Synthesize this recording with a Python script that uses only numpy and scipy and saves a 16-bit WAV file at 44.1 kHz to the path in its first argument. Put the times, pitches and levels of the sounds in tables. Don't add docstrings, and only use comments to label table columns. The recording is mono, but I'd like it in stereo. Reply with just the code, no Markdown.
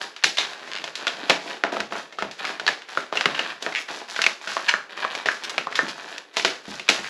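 import sys
import numpy as np
from scipy import signal
from scipy.fft import rfft, irfft
from scipy.io import wavfile
from scipy.ndimage import uniform_filter1d, minimum_filter1d

SR = 44100
rng = np.random.default_rng(int(sys.argv[2]) if len(sys.argv) > 2 else 0)


def output_pcm(signal):
    pcm = np.clip(np.atleast_2d(signal).T, -1, 1) * 32767
    wavfile.write(sys.argv[1], SR, np.round(pcm).astype(np.int16))


N = 312669
TAPS = 4096
HZ = np.fft.rfftfreq(TAPS, 1 / SR)
POP_ROOM_DB = -7.5


def amp(db):
    return 10 ** (np.asarray(db) / 20)


def unit(x):
    return x / np.sqrt(np.sum(x ** 2) + 1e-20)


def evened(x):
    return x / np.sqrt(np.mean(x ** 2) + 1e-20)


def read(points, hz=HZ):
    f, value = np.transpose(points)
    return np.interp(np.log(hz + 1), np.log(f), value)


def add(mix, s, sound):
    part = mix[max(round(s * SR), 0):][:len(sound)]
    part += sound[:len(part)]


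def through(x, response):
    return signal.oaconvolve(x, response)[:len(x)]


def hump(hz, octaves):
    return unit(np.exp(-(np.log2((HZ + 1) / hz) / (2 * octaves)) ** 2))


def click(gain):
    log_gain = np.log(np.maximum(gain, gain.max() * 1e-4))
    circle = np.concatenate([log_gain, log_gain[-2:0:-1]])
    return np.fft.ifft(np.exp(np.conj(signal.hilbert(circle)))).real


def bend(pulse, lag_s=0.000502):
    delay = lag_s * np.sqrt(1000 / (HZ + 100))
    phase = 2 * np.pi * np.cumsum(delay) * HZ[1]
    return irfft(rfft(pulse) * np.exp(-1j * phase))


def scatter(db, fade_s):
    t = np.arange(TAPS) / SR
    swell = np.exp(-t / fade_s) * (1 - np.exp(-2 * t / fade_s))
    waves = amp(db) * unit(rng.standard_normal(TAPS) * swell)
    waves[0] = 1
    return waves


def ringing(modes, detune=0.011):
    t = np.arange(2 * TAPS) / SR
    ring = np.zeros(len(t))
    for hz, db, t60 in modes:
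        pitch = hz * (1 + detune * rng.uniform(-1, 1))
        ring += amp(db - 60 * t / t60) * np.sin(2 * np.pi * (pitch * t + rng.random()))
    return unit(ring * (1 - np.exp(-t / 0.00037)) ** 2)


# [f/Hz, level/dB, t60/s]
SHELL_MODES = [(145, -9, 0.14), (212, -2.5, 0.062), (292.5, -8, 0.3), (418.4, 4, 0.1), (536, 5, 0.073),
               (672, 13, 0.047), (869, -7.5, 0.24)]


def shell(ring_db=-3):
    push = unit(click(hump(593, 0.72) + 0.00025))
    return unit(push + amp(ring_db) * ringing(SHELL_MODES)[:TAPS])


def breaks(rows, scatter_db, fade_s, thump_db, edge_db, edge_hz, edge_octaves, wet_db, damping=0.099,
           off_axis=0.24):
    out = np.zeros((2, N))
    for s, db, hz, octaves, patch_hz, patch_db, shell_db, room_db in rows:
        colour = np.hypot(hump(hz, octaves), amp(edge_db) * hump(edge_hz, edge_octaves))
        patch = amp(patch_db / (1 + ((HZ / patch_hz - 1) / damping) ** 2))
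        crack = unit(bend(click(colour * patch))) * rng.choice([-1, 1])
        thump = amp(shell_db + thump_db) * shell()
        waves = scatter(scatter_db + off_axis * (room_db - POP_ROOM_DB), fade_s)
        add(out[0], s, amp(db) * (unit(through(crack, waves)) + thump))
        radiated = unit(click(colour * np.sqrt(patch)))
        add(out[1], s, amp(db + room_db + wet_db) * (radiated + thump))
    return out


# [t/s, length/s, crinkle level/dB, shell rumble level/dB, fizz level/dB]
HAND_STROKES = [(0.0, 0.026, -32.5, -38, -34.5), (0.395, .14, -38.5, -43.5, -43),
                (0.57, 0.31, -41, -46.5, -46.5), (0.967, 0.34, -39.5, -41, -44.5),
                (1.412, 0.13, -36.5, -39, -40.5), (1.714, 0.042, -30.5, -26.5, -37),
                (1.9, 0.094, -37, -41, -40.5), (2.375, 0.07, -34, -43.5, -44),
                (2.437, 0.066, -31, -37.5, -39), (2.624, 0.12, -44, -53, -49),
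                (2.871, .13, -37, -48.5, -40.5), (3.119, 0.39, -35, -42.5, -42.5),
                (3.601, .2, -40.5, -46.5, -43), (3.876, 0.11, -37.5, -41, -36.5),
                (4.076, 0.21, -37.5, -49.5, -35), (4.404, 0.063, -39.5, -54, -41),
                (4.482, .06, -32, -46, -32.5), (4.56, 0.17, -36, -48.5, -39.5),
                (4.888, 0.033, -39.5, -43, -52), (4.955, 0.084, -33, -40, -41),
                (5.093, 0.096, -34.5, -44, -40), (5.27, 0.08, -40.5, -52, -36),
                (5.407, 0.15, -39, -42.5, -48), (5.566, 0.024, -40, -58, -40), (5.698, .2, -39, -41.5, -42),
                (5.958, 0.2, -41, -45, -43), (6.328, 0.19, -39, -54, -42), (6.627, 0.032, -44, -56, -45),
                (6.673, 0.083, -38.5, -46.5, -37), (6.894, 0.092, -34.5, -42, -33.5),
                (7.018, 0.057, -38.5, -52, -39)]
STROKE_ATTACK_S, STROKE_RELEASE_DB_PER_S = 0.015, 228


def handling():
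    t, power = np.arange(SR) / SR, np.zeros((3, N))
    for s, length, *levels_db in HAND_STROKES:
        release = amp(-STROKE_RELEASE_DB_PER_S * np.maximum(t - length, 0))
        shape = np.minimum(t / STROKE_ATTACK_S, 1) * release
        for layer, db in zip(power, levels_db):
            add(layer, s, (amp(db) * shape) ** 2)
    return np.sqrt(power)


SWELL_DB, SWELL_DB_PER_S, SWELL_S = -46.5, 903, 0.027


def onset_swell():
    t, power = np.arange(0, SWELL_S, 1 / SR), np.zeros(N)
    for s, db, *_ in CRACKS + BUCKLES:
        add(power, s - SWELL_S, amp(db + SWELL_DB - SWELL_DB_PER_S * t[::-1]) ** 2)
    return np.sqrt(power)


SHUDDER_DB, SHUDDER_RISE_S, SHUDDER_DB_PER_S = -26, 0.0084, 247


def shudder():
    t, power = np.arange(SR // 2) / SR, np.zeros(N)
    shape = np.minimum(t / SHUDDER_RISE_S, 1) * amp(SHUDDER_DB - SHUDDER_DB_PER_S * t)
    blows = [(s, db + thump_db) for s, db, *_, thump_db, _ in CRACKS]
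    blows += [(s, db + thump_db) for s, db, *_, thump_db in BUCKLES]
    for s, db in blows:
        add(power, s, (amp(db) * shape) ** 2)
    return np.sqrt(power)


def grains(colour, per_s, spread_db, octaves, count=12):
    out = np.zeros(N)
    for hz in np.geomspace(1000, 6000, count):
        sizes = amp(spread_db * np.minimum(rng.exponential(1, N), 4)) * rng.choice([-1, 1], N)
        slips = sizes * (rng.random(N) < per_s / count / SR)
        grain = unit(click(amp(read(colour)) * (hump(hz, octaves) + 0.012)))
        out += through(slips, grain)
    return evened(out)


# [f/Hz, level/dB]
CRINKLE_COLOUR = [(150, -39), (500, 2), (900, 1), (1600, 3), (2700, -0.5), (4000, -4), (6000, -19),
                  (12000, -21)]
# [f/Hz, level/dB]
FIZZ_COLOUR = [(1500, -56), (3200, -2.5), (4500, 0.5), (6500, -1.5), (10000, -5), (16000, -14)]
# [f/Hz, level/dB]
DRAG_COLOUR = [(25, -71), (60, -12), (105, -17), (150, -2), (300, 6), (600, 6.5), (900, 3), (2000, -32.5)]
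GRIP_DB = -56


def rubbing(crinkle_db=-1, fizz_db=-4, rumble_db=-2, wet_db=-3, fine_db=-5.5, ticks_per_s=130):
    flex, push, slide = handling()
    flex = np.sqrt(flex ** 2 + onset_swell() ** 2 + amp(GRIP_DB) ** 2)
    ticks = through(grains(CRINKLE_COLOUR, ticks_per_s, 2.3, 0.9), unit(scatter(-5, .001)))
    fine = amp(fine_db) * grains(CRINKLE_COLOUR, 900, 1.2, 0.77)
    crinkle = flex * amp(crinkle_db) * (fine + ticks)
    fizz = slide * amp(fizz_db) * grains(FIZZ_COLOUR, 420, 2.4, 1.18)
    bumps = rng.standard_normal(N) * (rng.random(N) < 500 / SR)
    drag = evened(through(bumps, click(amp(read(DRAG_COLOUR)))))
    out = crinkle + fizz + np.hypot(amp(rumble_db) * push, shudder()) * drag
    return np.array([out, amp(wet_db) * out])


# [t/s, level/dB (energy), centre f/Hz, patch f/Hz, patch level/dB, shell thump level/dB, room level/dB]
CRACKS = [(0.1639, -8.5, 2050, 2950, 0, -33, -1.5), (0.238, 10, 2900, 4070, 6, -23, 0.5),
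          (0.2417, 16.5, 2580, 1820, 7.5, -19, -9.5), (0.3718, 1.5, 2500, 2970, 8, -29, -1),
          (0.3821, 6, 1980, 3740, 16, -49, 1.5), (0.385, 9, 2740, 3740, 14, -18, -4.5),
          (0.45, -7, 2300, 3290, 17, -25, -13), (0.6777, -12.5, 2400, 2040, 12, -15, 1.5),
          (0.8412, -1, 2360, 3800, 2, -11.5, -4), (0.8773, -6, 1840, 2740, 7, -16, -10),
          (0.9545, -0.5, 2920, 4030, 8, -28, -2), (1.0693, 7.5, 2200, 1390, 9, -16, -16),
          (1.0784, 6, 2050, 3340, 11.5, -38, -3.5), (1.2976, 15, 2560, 3600, 4.5, -10, -13),
          (1.3032, 12.5, 1730, 2510, 1, -14, -1.5), (1.7681, -0.5, 1010, 1340, 8, -5, -15),
          (1.8033, 4.5, 2130, 1520, 8.5, -18.5, -8.5), (1.9233, -3, 1420, 1320, 10, -5, 0),
          (1.9543, -5, 1200, 1310, 18, -3, -6), (2.125, -14, 2330, 2190, 11, -10, 0),
          (2.1863, -1, 1610, 1330, 14, -8.5, 1), (2.2235, 2.5, 1310, 890, 8, -8, -4.5),
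          (2.3124, -8.5, 2770, 3780, 1, -16, -1.5), (2.4515, 1, 1970, 2130, 14, -25, -1),
          (2.5975, 0.5, 1970, 1490, 12, -12.5, -6), (2.6656, 5.5, 1900, 4300, 16, -14, -4.5),
          (2.678, 12, 1970, 1680, 9, -27, -6), (2.688, 7.5, 1630, 1660, 9, -12.5, -13),
          (2.82, -11.5, 1900, 2930, 7, -26, -4), (3.1548, -1.5, 2160, 1400, 17, -9, 2),
          (3.1719, 8.5, 2470, 2790, 19, -24, -7), (3.21, 7.5, 1680, 2730, 4, -21, -18),
          (3.2569, 14, 1440, 1460, 0, -19.5, -9), (3.349, -1.5, 2200, 2920, 15, -37, -1),
          (3.3926, 7.5, 1760, 2910, 8.5, -16, -4.5), (3.625, -1.5, 3760, 3580, 4, -12.5, -6),
          (3.7245, -5, 2020, 2130, 13, -33, -24), (3.8868, -5.5, 1550, 1690, 5, -19, -1),
          (4.1625, 1, 1880, 1560, 3, -23, -2), (4.2175, 9, 2700, 2280, 6, -26, -5),
          (4.2399, 9.5, 1930, 2700, 9, -25, -9), (4.2644, 15.5, 2060, 2430, 11, -26.5, -12),
          (4.474, -1, 2100, 1470, 8, -13.5, 1.5), (5.1512, -0.5, 2680, 2270, 9, -9.5, -5),
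          (5.2586, 5, 1650, 1814, 3, -9.5, 1.5), (5.5803, 9, 1540, 2600, 11.5, -17, -7),
          (5.7255, -4, 1800, 1900, 10, -14, -11), (5.755, 4.5, 2350, 3600, 6, -28, -0.5),
          (6.181, -4, 3000, 1820, 6, -22, -11), (6.3687, 8, 2610, 1000, 18, -14.5, 0),
          (6.3965, 1, 1870, 2300, 5, -26, -9), (6.4484, 12.5, 2110, 1360, 6.5, -12, -2),
          (6.7965, -2.5, 2480, 2600, 11, -16, -5.5), (6.8891, 18, 2510, 2590, 7, -20, -5.5),
          (6.9, 8.5, 3900, 5370, 6, -13, -12)]
CRACK_OCTAVES = 0.72


def snapping():
    rows = [(s, db, hz, CRACK_OCTAVES, *rest) for s, db, hz, *rest in CRACKS]
    return breaks(rows, scatter_db=0.0, fade_s=0.0029, thump_db=4.5,
                  edge_db=-14.5, edge_hz=3250, edge_octaves=0.93, wet_db=1.2)


# [t/s, length/s, first rate/(slips per s), last rate/(slips per s),
# first slip level/dB, last slip level/dB, centre f/Hz, spread/octaves]
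STICK_SLIPS = [(0.403, .016, 275, 250, -4, -7.5, 2780, 0.58), (0.7164, .042, 56, 50, -6.5, -4, 2200, .5),
               (0.7632, .028, 91, 80, -4, -8, 2400, .45), (2.471, 0.036, 160, 110, -9, -22, 2200, 0.81),
               (3.219, .014, 340, 210, -9, -15, 2200, 0.75), (3.7501, .012, 125, 170, 3, 1, 2350, .24),
               (3.763, .03, 245, 265, -1, -4.5, 2280, .19), (3.798, .026, 190, 110, -13, -15, 4200, 0.9),
               (4.683, 0.012, 950, 950, -3.5, 9, 1990, 0.37), (4.6943, .01, 800, 430, -1.5, -7, 2100, 0.65),
               (5.437, 0.019, 233, 265, -5.5, -8, 3100, 0.9),
               (5.496, 0.013, 300, 430, -3.5, -11, 2910, 0.85),
               (5.759, 0.024, 380, 420, -7, -21, 3280, 0.75),
               (5.883, 0.034, 213, 230, -8, -11.5, 2680, 0.75),
               (7.041, 0.033, 230, 280, -13, -16, 2150, 0.11)]


def creaks(wet_db=-6, edge_db=-5, body_db=-19):
    out = np.zeros(N)
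    jitter_s = .00012
    for s, length, rate0, rate1, db0, db1, hz, octaves in STICK_SLIPS:
        edge = amp(edge_db) * hump(2980, 0.67)
        body = amp(body_db) * hump(670, 1.0)
        slip = unit(through(bend(click(hump(hz, octaves) + edge + body)), scatter(-6, .001)))
        done = 0
        while done < 1:
            size = amp(db0 + done * (db1 - db0) + rng.standard_normal())
            add(out, s + done * length + jitter_s * rng.standard_normal(), size * slip)
            done += 1 / (length * (rate0 + done * (rate1 - rate0)))
    return np.array([out, amp(wet_db) * out])


# [t/s, level/dB (energy), centre f/Hz, spread/octaves]
BENCH_BUMPS = [(1.231, -8.5, 302, 0.26), (1.805, -8.5, 172, 0.92), (2.225, -7, 153, 0.8),
               (2.499, -8, 390, 0.45), (3.261, -1, 232.5, 0.61), (4.017, -9.5, 555, 0.65),
               (4.568, -20, 360, 0.79), (5.83, -3, 262, 0.35), (6.681, -7, 181, 0.78),
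               (6.705, -12, 145, 0.64), (6.724, -19, 111.5, 0.58), (6.994, -10, 200, 0.82)]


def knocks(wet_db=0):
    out = np.zeros(N)
    for s, db, hz, octaves in BENCH_BUMPS:
        add(out, s, amp(db) * unit(click(hump(hz, octaves))))
    return np.array([out, amp(wet_db) * out])


# [t/s, level/dB (energy), centre f/Hz, spread/octaves, patch f/Hz, patch level/dB, shell thump level/dB]
BUCKLES = [(1.6376, 11, 1210, 0.71, 1400, 10.5, -13), (2.9737, 9, 1350, 0.46, 1400, 14, -15.5),
           (3.1263, 1, 710, 0.84, 1250, 7, -13.5), (3.664, 4, 880, 0.77, 1630, 3.5, -13),
           (4.191, 5.5, 1360, 0.45, 1500, 15, -18.5), (4.5675, 6, 920, 0.75, 1110, 10.5, -20),
           (4.7389, 10.5, 1420, 0.26, 1640, 10, -22.5), (5.0487, 5, 1370, 0.44, 1110, 16, -16),
           (5.2865, 12.5, 1580, 0.33, 1645, 13, -28), (5.6706, 1.5, 938, 0.49, 1130, 10, -14),
           (5.7907, 11.5, 1490, 0.29, 1650, 12, -17.5)]
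# [f/Hz, level/dB, t60/s]
DOME_MODES = [(684, 8, 0.051), (1690, -16, 0.5), (1725, -3, 0.075), (1796, 15, 0.077)]


def buckling(dome_db=-19):
    rows = [(*row, POP_ROOM_DB) for row in BUCKLES]
    direct, sent = breaks(rows, scatter_db=-13, fade_s=0.0034, thump_db=8.5,
                          edge_db=-12, edge_hz=3000, edge_octaves=0.62, wet_db=1.5)
    dome = through(direct, ringing(DOME_MODES, detune=0.0026))
    return np.array([direct + amp(dome_db) * dome, sent])


# [f/Hz, t60/s]
WORKSHOP_DECAY = [(150, 0.36), (400, 0.25), (1000, 0.36), (2800, 0.3), (7000, 0.36), (14000, 0.35)]


def room_tail(gap_s=0.0028, build_s=0.00043):
    t = np.arange(SR // 2) / SR
    taps = rng.standard_normal(len(t)) * (rng.random(len(t)) < 5000 / SR)
    taps *= 1 - np.exp(-np.maximum(t - gap_s, 0) / build_s)
    hz, at, z = signal.stft(taps, SR, nperseg=256)
    decay = amp(-60 * at / read(WORKSHOP_DECAY, hz)[:, None])
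    return unit(signal.istft(z * decay, SR, nperseg=256)[1])


def workshop(x, count=3):
    turn = 2 * np.pi * 0.4102 * np.arange(N) / SR
    out = np.zeros(N)
    for k in range(count):
        out += through(x * np.cos(turn + np.pi * k / count), room_tail())
    return out * np.sqrt(2 / count)


# [f/Hz, level/dB]
AIR_COLOUR = [(20, -20), (90, -20), (150, -9), (400, 11), (1500, -8.5), (5000, -12.5), (16000, -18)]
AIR_DB = -55


def still_air():
    return amp(AIR_DB) * evened(through(rng.standard_normal(N), click(amp(read(AIR_COLOUR)))))


def scene():
    direct, sent = rubbing() + snapping() + creaks() + knocks() + buckling()
    return np.tile(direct + workshop(sent) + still_air(), (2, 1))


# [f/Hz, level/dB]
MICROPHONE_RESPONSE = [(20, -19), (70, -9), (105, -13), (145, -3), (1000, 0), (5000, -1), (7000, -4),
                       (8000, -9), (8700, -14.5), (9050, -22.5), (9500, -11.5), (10500, -7.5),
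                       (12500, -18.5), (16000, -29)]
EDGE_HZ = 15700


def record(dry, ceiling=0.91, apart_db=-2):
    mid = through(dry[0], click(amp(read(MICROPHONE_RESPONSE))))
    top = signal.sosfilt(signal.butter(5, 11800, "high", fs=SR, output="sos"), mid)
    noisy_top = through(top, unit(scatter(9.4, 0.0024)))
    side = amp(apart_db) * np.imag(signal.hilbert(noisy_top))
    allowed = np.minimum(1, ceiling / (abs(mid) + 1e-9))
    gain = uniform_filter1d(minimum_filter1d(allowed, size=31), size=31)
    pair = gain * np.array([mid + side, mid - side])
    low_pass = signal.firwin(255, EDGE_HZ, window=("kaiser", 8), fs=SR)
    return signal.oaconvolve(pair, low_pass[None], "same")


dry = scene()
out = record(dry)
output_pcm(out)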